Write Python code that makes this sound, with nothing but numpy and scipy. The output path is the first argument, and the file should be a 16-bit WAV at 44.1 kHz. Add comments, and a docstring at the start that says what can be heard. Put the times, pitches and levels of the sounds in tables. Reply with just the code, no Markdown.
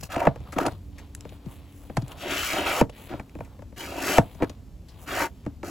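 """A snowy yard with paving stones: a plastic snow shovel scrapes in short strokes and knocks on the joints.
Grains drive the resonances of the dragged blade; each blow starts damped modes, and crisp snaps are short
ringing noise. Snow slides and clothes rustle as filtered grains between strokes; a hush, a far rumble
(shaped noise) and a faint hum (a wavering sine) fill the yard, and sparse echoes answer the shovel."""
import sys
import numpy as np
from scipy import signal
from scipy.fft import rfft, irfft
from scipy.io import wavfile

SR = 44100
rng = np.random.default_rng(int(sys.argv[2]) if len(sys.argv) > 2 else 0)


def master(y):
    """Save y as 16-bit WAV."""
    cut = np.clip(np.atleast_2d(y).T, -1, 1)
    pcm = np.round(cut * 32767)  # scale
    wavfile.write(sys.argv[1], SR, pcm.astype(np.int16))


N = 251370  # samples


def gain_of(db):
    """Level definition: decibels to amplitude ratio."""
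    return 10 ** (np.asarray(db) / 20)


def evened(x):
    """Normalization to unit root-mean-square amplitude."""
    return x / np.sqrt(np.mean(x ** 2) + 1e-20)


def read(points, hz):
    """Interpolation along a logarithmic frequency axis."""
    f, value = np.transpose(points)
    return np.interp(np.log(hz + 1), np.log(f + 1), value)


def add(mix, s, sound, pan_db):
    """Superposition at time s with a level difference between the channels; positive pan_db leans left."""
    part = mix[:, round(s * SR):][:, :len(sound)]
    channel_db = np.array([[.5], [-.5]]) * pan_db
    part += sound[:part.shape[1]] * gain_of(channel_db)


def coloured(x, gain):
    """Linear filtering: multiplies the spectrum by gain(Hz)."""
    hz = np.fft.rfftfreq(x.shape[-1], 1 / SR)
    return irfft(rfft(x) * gain(hz), x.shape[-1])


def band(x, lo_hz, hi_hz):
    """Band-pass filtering with a Butterworth response."""
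    return signal.sosfilt(signal.butter(2, [lo_hz, hi_hz], "band", fs=SR, output="sos"), x)


def wandering(count, step):
    """Slow random modulation: normal values every step samples, joined by straight lines."""
    steps = np.arange(0, N + step, step)
    return [np.interp(np.arange(N), steps, row) for row in rng.standard_normal((count, len(steps)))]


def ringing(x, modes, best_hz, slope_db, wander_db):
    """Forced resonance of a damped blade: modes near the moving pitch best_hz ring most; each waxes and wanes."""
    total, power = 0, 0
    for k, ((f, width, db), wander) in enumerate(zip(modes, wandering(len(modes), 2000))):
        octaves_off = abs(np.log2(f / best_hz))
        weight = gain_of(db - slope_db * octaves_off + wander_db * wander)
        drive = np.roll(x, 97 * k)  # each mode is caught a little further along the edge
        ring = evened(coloured(drive, lambda hz: 1 / (1 + 1j * (hz - f) / width) ** 2))
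        total = total + weight * ring
        power = power + weight ** 2
    return total / np.sqrt(power)


def grains(per_s, spread_db, clump_db):
    """Random impulse process: tiny impacts of uneven size that come in clumps a few ms long."""
    size = gain_of(spread_db * np.minimum(rng.exponential(1, N), 5)) * rng.standard_normal(N)
    clumps = evened(band(rng.standard_normal(N), 27.0, 126))
    return evened(size * (rng.random(N) < per_s / SR) * gain_of(clump_db * clumps))


def columns(rows):
    """Envelope interpolation: sample range, a soft edge and the joined columns of one stroke."""
    s, *rest = np.transpose(rows)
    at = slice(round(s[0] * SR), min(round(s[-1] * SR), N))
    t = np.arange(at.start, at.stop) / SR
    edge = np.clip(np.minimum(t - s[0], s[-1] - t) / 0.0025, 0, 1)
    return at, edge, [np.interp(t, s, c) for c in rest]


# Pressure of the edge, one curve a stroke: t/s, grit level/dB, boom level re grit/dB
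STROKES = [
    [(0, -60.5, -12), (.045, -55, -3), (.075, -60, -15)],
    [(0.09, -53.5, 9.5), (0.126, -33.5, -9), (0.168, -40, 13.5), (0.194, -36.5, 7.5), (0.264, -37.5, 15),
     (0.27, -40, 9)],
    [(.52, -54.5, -6), (.535, -40, 5), (.55, -63, 6), (.565, -44, 13), (.6, -31, 6), (.64, -36.5, 7),
     (.68, -33.5, 11.5), (.71, -78, 17)],
    [(2.17, -54.5, -16), (2.224, -37, -2), (2.26, -38.5, 4), (2.314, -29, -2.5), (2.47, -30, -16),
     (2.59, -29.5, 2.5), (2.65, -35, 2.5), (2.668, -26.5, -0.5), (2.796, -30.5, -11), (2.809, -27, -5)],
    [(3.09, -48.5, -8), (3.13, -45.5, 10), (3.17, -52.5, 7.5), (3.21, -56, 8)],
    [(3.76, -55.5, 0), (3.782, -43.5, -3), (3.808, -40, -2), (3.942, -44, 6.5), (4.082, -29, -0.5),
     (4.172, -29.5, -0.5), (4.178, -26, 4)],
    [(4.4, -51, 9), (4.415, -50, 21.5), (4.44, -31.5, 11.5), (4.46, -73, 14)],
    [(5.06, -59, -3), (5.076, -42, -4), (5.084, -37, -1.5), (5.222, -25, -0.5), (5.266, -36, 2.5),
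     (5.3, -68, 7)],
    [(5.63, -54.5, 17.5), (5.656, -43.5, 4.5), (5.7, -45, 3.5)],
]
# Colour of each stroke: favoured boom f/Hz at start, at end, favoured rasp f/Hz at start, at end,
# fizz level re grit/dB (before FIZZ_LOSS), crunch depth/dB
COLOURS = [(700, 1100, 2500, 2200, -1, -8.5), (604, 890, 1850, 1800, -16, 3),
           (710, 510, 1180, 840, -16.5, 5.5), (420, 820, 2830, 2390, -14.5, 0),
           (400, 900, 1700, 2000, -16.5, 1), (560, 560, 2540, 2100, -8, -0.5),
           (476, 330, 1400, 1800, -15.5, 5), (387, 985, 2550, 1800, -13, 0),
           (408, 480, 1100, 1900, -5.5, 1)]
# Boom resonances of the dragged blade: f/Hz, half-width/Hz, level/dB
BOOM_MODES = [(350, 125, 15), (393, 37, -25), (667.5, 111, 13), (753, 380, 1.5), (881, 120, 4.5)]
# Rasp resonances of the edge on grit: f/Hz, half-width/Hz, level/dB
GRIT_MODES = [(1295, 87, 19.5), (1470, 270, -11), (1654, 510, 17), (2282, 150, 8), (2678, 110, 11.5),
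              (3014, 130, 10.5), (3210, 690, 10), (3640, 1300, 4.5)]
# Spectrum of crushed snow: f/Hz, level/dB (relative)
FIZZ_SPECTRUM = [(2900, -41), (4000, -8.5), (5000, -7.5), (7000, -7.5), (10000, -12), (13000, -8.5),
                 (16400, -17)]
FIZZ_LOSS = .4  # dB of fizz lost for each dB of boom: a loaded blade muffles the snow
RUN_OUT_S = .006  # the edge slides on briefly after the last push


def scraping():
    """Forced resonance: grit and ice catch the edge; the blade booms, the edge rasps, crushed snow fizzes."""
    catches, bumps = grains(8000, 1.8, 1.3), grains(2000, 2.2, 1.6)
    later_catches = np.roll(catches, -round(.05 * SR))
    fizz = coloured(later_catches, lambda hz: gain_of(read(FIZZ_SPECTRUM, hz)))
    fizz = fizz / np.std(band(fizz, 5000, 8000))
    # load and angle shift the colour
    t, colour = np.arange(N) / SR, np.array(COLOURS)
    ends = np.ravel([(rows[0][0], rows[-1][0]) for rows in STROKES])
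    boom_hz = np.interp(t, ends, colour[:, :2].ravel())
    rasp_hz = np.interp(t, ends, colour[:, 2:4].ravel())
    boom = ringing(bumps, BOOM_MODES, boom_hz, slope_db=10, wander_db=3)  # slope per octave
    grit = ringing(catches, GRIT_MODES, rasp_hz, slope_db=9, wander_db=3)
    crunch = evened(band(rng.standard_normal(N), 11.4, 62))  # crust breaks in bursts
    out = np.zeros((2, N))
    for rows, (*_, fizz_db, crunch_db) in zip(STROKES, COLOURS):
        run_out = (rows[-1][0] + RUN_OUT_S, *rows[-1][1:])
        at, edge, (db, boom_db) = columns([*rows, run_out])
        crisp = grit[at] + gain_of(fizz_db - FIZZ_LOSS * boom_db) * fizz[at]
        sound = gain_of(crunch_db * crunch[at]) * crisp + gain_of(boom_db) * boom[at]
        add(out, rows[0][0], sound * edge * gain_of(db), 0)
    return out


# Sliding snow and clothes, level of the middle range: t/s, level/dB
RUSTLE = [(0, -63), (.07, -62), (.085, -66), (.3, -64), (.5, -59.5), (.72, -53.5), (.8, -71.5), (.93, -69),
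          (1, -56.5), (1.12, -70.5), (1.33, -57), (1.4, -68.5), (1.53, -54.5), (1.62, -62.5), (1.95, -61),
          (2.06, -60.5), (2.12, -49), (2.15, -57), (2.8, -38), (2.865, -91), (2.95, -51), (3.12, -52),
          (3.25, -71), (3.4, -63.5), (3.7, -77), (4.2, -55.5), (4.5, -60), (4.8, -95), (4.89, -64),
          (5.04, -56), (5.33, -72), (5.45, -66), (5.6, -83)]
DULL_DB, BRIGHT_DB = 2.5, -9.5  # dull part and 5-8 kHz of the bright part, mean re middle
COLOUR_DRIFT_DB = 3.5  # random drift of both
SETTLE_DB, SETTLE_T60_S = -26, 0.11  # dull slide of snow shaken off by each blow, re its level


def rustling():
    """Granular friction: soft dense grains in a dull, a middle and a bright range; blows shake snow loose."""
    soft, t = grains(6000, 2.2, 0.99), np.arange(N) / SR
    dull = evened(band(soft, 350, 1300))
    middle = evened(band(soft, 1100, 3800))
    bright = band(soft, 4000, 15500)
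    bright = bright / np.std(band(bright, 5000, 8000))
    dull_drift, bright_drift = wandering(2, 3000)
    sound = middle + gain_of(DULL_DB + COLOUR_DRIFT_DB * dull_drift) * dull
    sound = sound + gain_of(BRIGHT_DB + COLOUR_DRIFT_DB * bright_drift) * bright
    settling = np.zeros(N)
    for s, db, *_ in KNOCKS:
        settling += gain_of(db + SETTLE_DB - 60 * abs(t - s) / SETTLE_T60_S) * (t > s)
    return sound * gain_of(np.interp(t, *np.transpose(RUSTLE))) + settling * dull


# Spectrum of the background: f/Hz, spectral level/dB (relative)
YARD_SPECTRUM = [(12, -44.5), (20, -34.5), (34, -6.5), (75, -3), (135, -15), (160, -16.5), (224, -19),
                 (1600, -45), (9350, -49.5), (11400, -55.5), (13100, -45), (14700, -47), (16400, -79.5)]
YARD_DB = -46
# Far rumble: t/s, level/dB
RUMBLE = [(0, -41), (.75, -41), (1.05, -45), (5.7, -44.5)]
# Faint hum: t/s, level/dB, f/Hz
HUM = [(0.702, -77, 291.7), (.85, -56, 286.7), (1.7, -58, 286), (1.9, -56, 287.2), (5.2, -66, 255),
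       (5.7, -56, 268.7)]


def yard():
    """Stationary noise shaped into a hush and a lumpy far rumble, with a frequency-modulated sine as hum."""
    t = np.arange(N) / SR
    hush = evened(coloured(rng.standard_normal(N), lambda hz: gain_of(read(YARD_SPECTRUM, hz))))
    # rumble between about 36 and 200 Hz
    low = coloured(hush, lambda hz: 1 / (1 + (hz / 200) ** 4) / (1 + (36 / (hz + 1)) ** 4))
    rumble = gain_of(np.interp(t, *np.transpose(RUMBLE))) * evened(low)
    s, hum_db, hum_hz = np.transpose(HUM)
    phase = 2 * np.pi * np.cumsum(np.interp(t, s, hum_hz)) / SR
    hum = gain_of(np.interp(t, s, hum_db)) * np.sqrt(2) * np.sin(phase)
    dip = np.interp(t, [.055, .075, .085, .1], [1, 0.048, 0.073, 1])  # hush and rumble dip briefly
    return dip * (gain_of(YARD_DB) * band(hush, 140, 17000) + rumble) + hum


# Blows on the blade: t/s, body level/dB, thud level re body/dB, tick level re body/dB,
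# favoured ring f/Hz, favoured thud f/Hz
KNOCKS = [(0.028, -32, -3, -22, 684, 123), (0.163, -19.5, -2, -11.5, 705, 275),
          (0.271, -3, -8.5, -28.5, 620, 161), (0.36, -31, -9, -16, 447, 105),
          (0.405, -39, 1.5, -12, 401, 92), (0.562, -32, 12, -20, 600, 300),
          (0.585, -11.5, -36, -17, 790, 334), (0.665, -18.5, -10.5, -2, 637, 92),
          (0.722, -35.5, -5, -6, 590, 129), (1.253, -31.5, -5, -19, 401, 140),
          (1.321, -38.5, -23, -19, 447, 92), (1.46, -46, 18, -4, 588.4, 140),
          (1.899, -29.5, -2, -23, 401, 257), (1.97, -14, -2.5, -9, 950, 120),
          (2.022, -35, 7.5, -1, 511, 124.5), (2.533, -26.5, -2, 3, 775, 342),
          (2.663, -44, -21, -8, 711, 300), (2.813, -3, -4.5, -19, 476, 246),
          (2.895, -31.5, -18, -19, 530, 307), (3.104, -33.5, 3.5, -14, 468, 298),
          (3.138, -28, 1.5, -27, 500, 273), (3.198, -24.5, -5, -16, 935, 237),
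          (3.353, -32.5, 0.5, -16.5, 406, 321), (3.389, -36, 1.5, -15, 553, 91),
          (3.407, -27, -9, -23, 565, 103), (3.592, -37.5, -2, -19, 586, 92.5),
          (3.622, -36, -10, -12, 630, 128), (3.725, -42, -18, -23, 401, 93),
          (4.183, 1, -7.5, -17, 680, 201), (4.35, -42.5, -0.5, -5, 549, 147.3),
          (4.423, -11.5, -4, -24.5, 473, 304), (4.435, -21, -30.5, -31, 476, 350),
          (4.497, -34, 0.5, 0.5, 453, 188), (5.464, -24, 5, -21, 416, 265.5),
          (5.632, -25.5, -8, -17.5, 791, 361)]
# Modes of blade and shaft: f/Hz, level/dB, t60/s (before the stretch); the first five make the thud
BLADE_MODES = [(58, -24, 0.18), (114.3, -12.5, 0.095), (167.3, 2.5, 0.021), (232.6, 3, 0.018),
               (298, -9, 0.044), (485, 0.5, 0.017), (627, -3, 0.026), (892, -7.5, 0.025), (1061, -5, 0.013),
               (1259, -12, 0.022), (1511, -16.5, 0.039), (1772, -9, 0.022), (2278, -1, 0.0082),
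               (2510, -15, 0.029)]
LOUD_DB, LEFT_PER_DB = -25, .3  # knocks fainter than LOUD_DB lie further left
RING_PRESSED, RING_FREE = 1.03, 1.07  # stretch of the low rings and the tick: blade in a stroke, or free


def knocks():
    """Modal excitation: a blow starts the modes, the low ones later; its place favours some pitches."""
    t, out = np.arange(round(.25 * SR)) / SR, np.zeros((2, N))
    hz, mode_db, t60 = np.array(BLADE_MODES).T[:, :, None]
    low = np.arange(len(BLADE_MODES))[:, None] < 5
    late = np.maximum(t - 1.11 / hz, 0)  # slow low bending waves arrive about one cycle late
    rise = 1 - np.exp(-late * hz / np.where(low, .8, .4))
    for s, db, thud_db, tick_db, ring_hz, thud_hz in KNOCKS:
        pressed = any(rows[0][0] < s < rows[-1][0] + .01 for rows in STROKES)
        stretch = RING_PRESSED if pressed else RING_FREE
        detune = 1 + 0.054 * rng.standard_normal((len(BLADE_MODES), 1))
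        octaves_off = abs(np.log2(hz / np.where(low, thud_hz, ring_hz)))
        favour_db = -np.where(low, 9, 7) * octaves_off
        decay_db = -60 * late / (t60 * np.where(hz < 1200, stretch, 1))
        modes = gain_of(mode_db + favour_db + decay_db) * rise * np.sin(2 * np.pi * hz * detune * late)
        thud, body = (modes * low).sum(0), (modes * ~low).sum(0)
        tick = band(rng.standard_normal(len(t)), 1400, 8700) * gain_of(-60 * t / (0.028 * stretch))
        blow = body / abs(body).max()
        blow = blow + gain_of(thud_db) * thud / abs(thud).max()
        blow = blow + gain_of(tick_db) * tick / abs(tick).max()
        add(out, s - .0012, gain_of(db) * blow, LEFT_PER_DB * max(LOUD_DB - db, 0))
    return out


# Crisp snaps of crust and cloth: t/s, peak level/dB, pitch f/Hz, t60/s
SNAPS = [(0.5239, -32, 1940, 0.092), (0.9842, -35.5, 2030, 0.096), (0.9948, -54, 1930, 0.026),
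         (1.1509, -26, 7420, 0.013), (1.2093, -29.5, 6160, 0.007), (1.293, -39, 2960, 0.023),
         (2.0822, -34.5, 6900, 0.0086), (2.1183, -35.5, 3040, 0.042), (2.898, -37, 3000, 0.029),
         (3.296, -41, 2340, 0.013), (3.449, -47, 2100, 0.072), (4.886, -46, 4370, 0.15),
         (5.453, -43.5, 2110, 0.018)]


def snaps():
    """Impulsive fracture: a decaying click of wide noise with a short noisy ring at its pitch."""
    t, out = np.arange(round(.08 * SR)) / SR, np.zeros((2, N))
    for s, db, hz, t60 in SNAPS:
        noise = rng.standard_normal(len(t)) * gain_of(-60 * t / t60)
        ring = evened(band(noise, hz * 0.82, hz * 1.28))
        snap = ring + 1.05 * evened(band(noise, 1300, 9800))
        add(out, s - .001, gain_of(db) * snap / abs(snap).max(), pan_db=0.5)
    return out


# Decay of the echoes: f/Hz, t60/s
WALLS = [(100, 0.21), (500, 0.18), (2000, 0.05), (8000, 0.15)]


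def walls(x):
    """Reverberation: sparse echoes from house and snow banks, each band dying at its own speed."""
    taps = rng.choice([-1., 1.], (2, SR // 2)) * (rng.random((2, SR // 2)) < .05)
    taps = taps + .5 * taps[::-1]  # both channels share most echoes
    hz, t, z = signal.stft(taps, SR, nperseg=256)
    decay = gain_of(-60 * t / read(WALLS, hz)[:, None])
    tail = signal.istft(z * decay, SR, nperseg=256)[1]
    tail = np.pad(tail, ((0, 0), (200, 0)))  # delay before the first echo, in samples
    return signal.fftconvolve(x, tail / np.linalg.norm(tail[0]), axes=1)[:, :N]


def scattered(x):
    """Decorrelation: three short noise patterns fade in turn at a steady rate, widening the sound."""
    taps = rng.standard_normal((3, 600)) * gain_of(-60 * np.arange(600) / 600)
    turn = np.pi * np.arange(N) / SR / .31 + np.pi / 3 * np.arange(3)[:, None]
    fed = np.sqrt(2 / 3) * np.cos(turn) * x
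    taps = taps / np.linalg.norm(taps, axis=1)[:, None]
    return signal.fftconvolve(fed, taps, axes=1)[:, :N].sum(0)


def scene():
    """Superposition of the near shovel sounds, their echoes, the rustle and the yard."""
    near = scraping() + knocks() + snaps()
    echoes = gain_of(-15.5) * walls(near.mean(0, keepdims=True))
    return near + echoes + rustling() + yard()


# Likeness of left and right: f/Hz, likeness (0 to 1)
LIKENESS = [(40, .98), (125, .95), (300, .85), (1500, .8), (4500, .6), (7500, .5)]
# Two treble bands heard with opposite sign left and right: lower f/Hz, upper f/Hz
OPPOSITE_SIGN = [(8350, 9714), (12450, 14200)]
# Excess of the left channel: f/Hz, level/dB
LEFT_LOUDER = [(60, 0), (1500, 1), (4500, 4), (9000, 2)]
EDGE_HZ = 16100  # upper band limit


def sign_flip(hz):
    """Stereo width: share of one channel's sign flip, near 1 inside the two bands and near 0 outside."""
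    return sum(1 / (1 + ((2 * hz - lo - hi) / (hi - lo)) ** 20) for lo, hi in OPPOSITE_SIGN)


def record(dry):
    """Mid-side stereo: decorrelation, a left lean and sign flips set the width; then overload, band limit."""
    mid = dry.mean(0)
    apart = coloured(scattered(mid), lambda hz: np.sqrt(np.clip(1 - read(LIKENESS, hz), 0, 1) / 2))
    leaning = coloured(mid, lambda hz: np.tanh(np.log(gain_of(read(LEFT_LOUDER, hz))) / 2))
    side = (dry[0] - dry[1]) / 2 + apart + leaning
    side = coloured(side, lambda hz: 1 / (1 + (hz / 7500) ** 10))
    side = side + coloured(mid, sign_flip)
    mid = coloured(mid, lambda hz: 1 - sign_flip(hz))
    pair = np.array([mid + side, mid - side])
    pair = pair / (1 + (abs(pair) / .95) ** 4) ** .25  # soft overload
    lowpass = signal.firwin(511, EDGE_HZ, window=("kaiser", 13), fs=SR)
    return signal.oaconvolve(pair, lowpass[None], "same")


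dry = scene()
out = record(dry)
master(out)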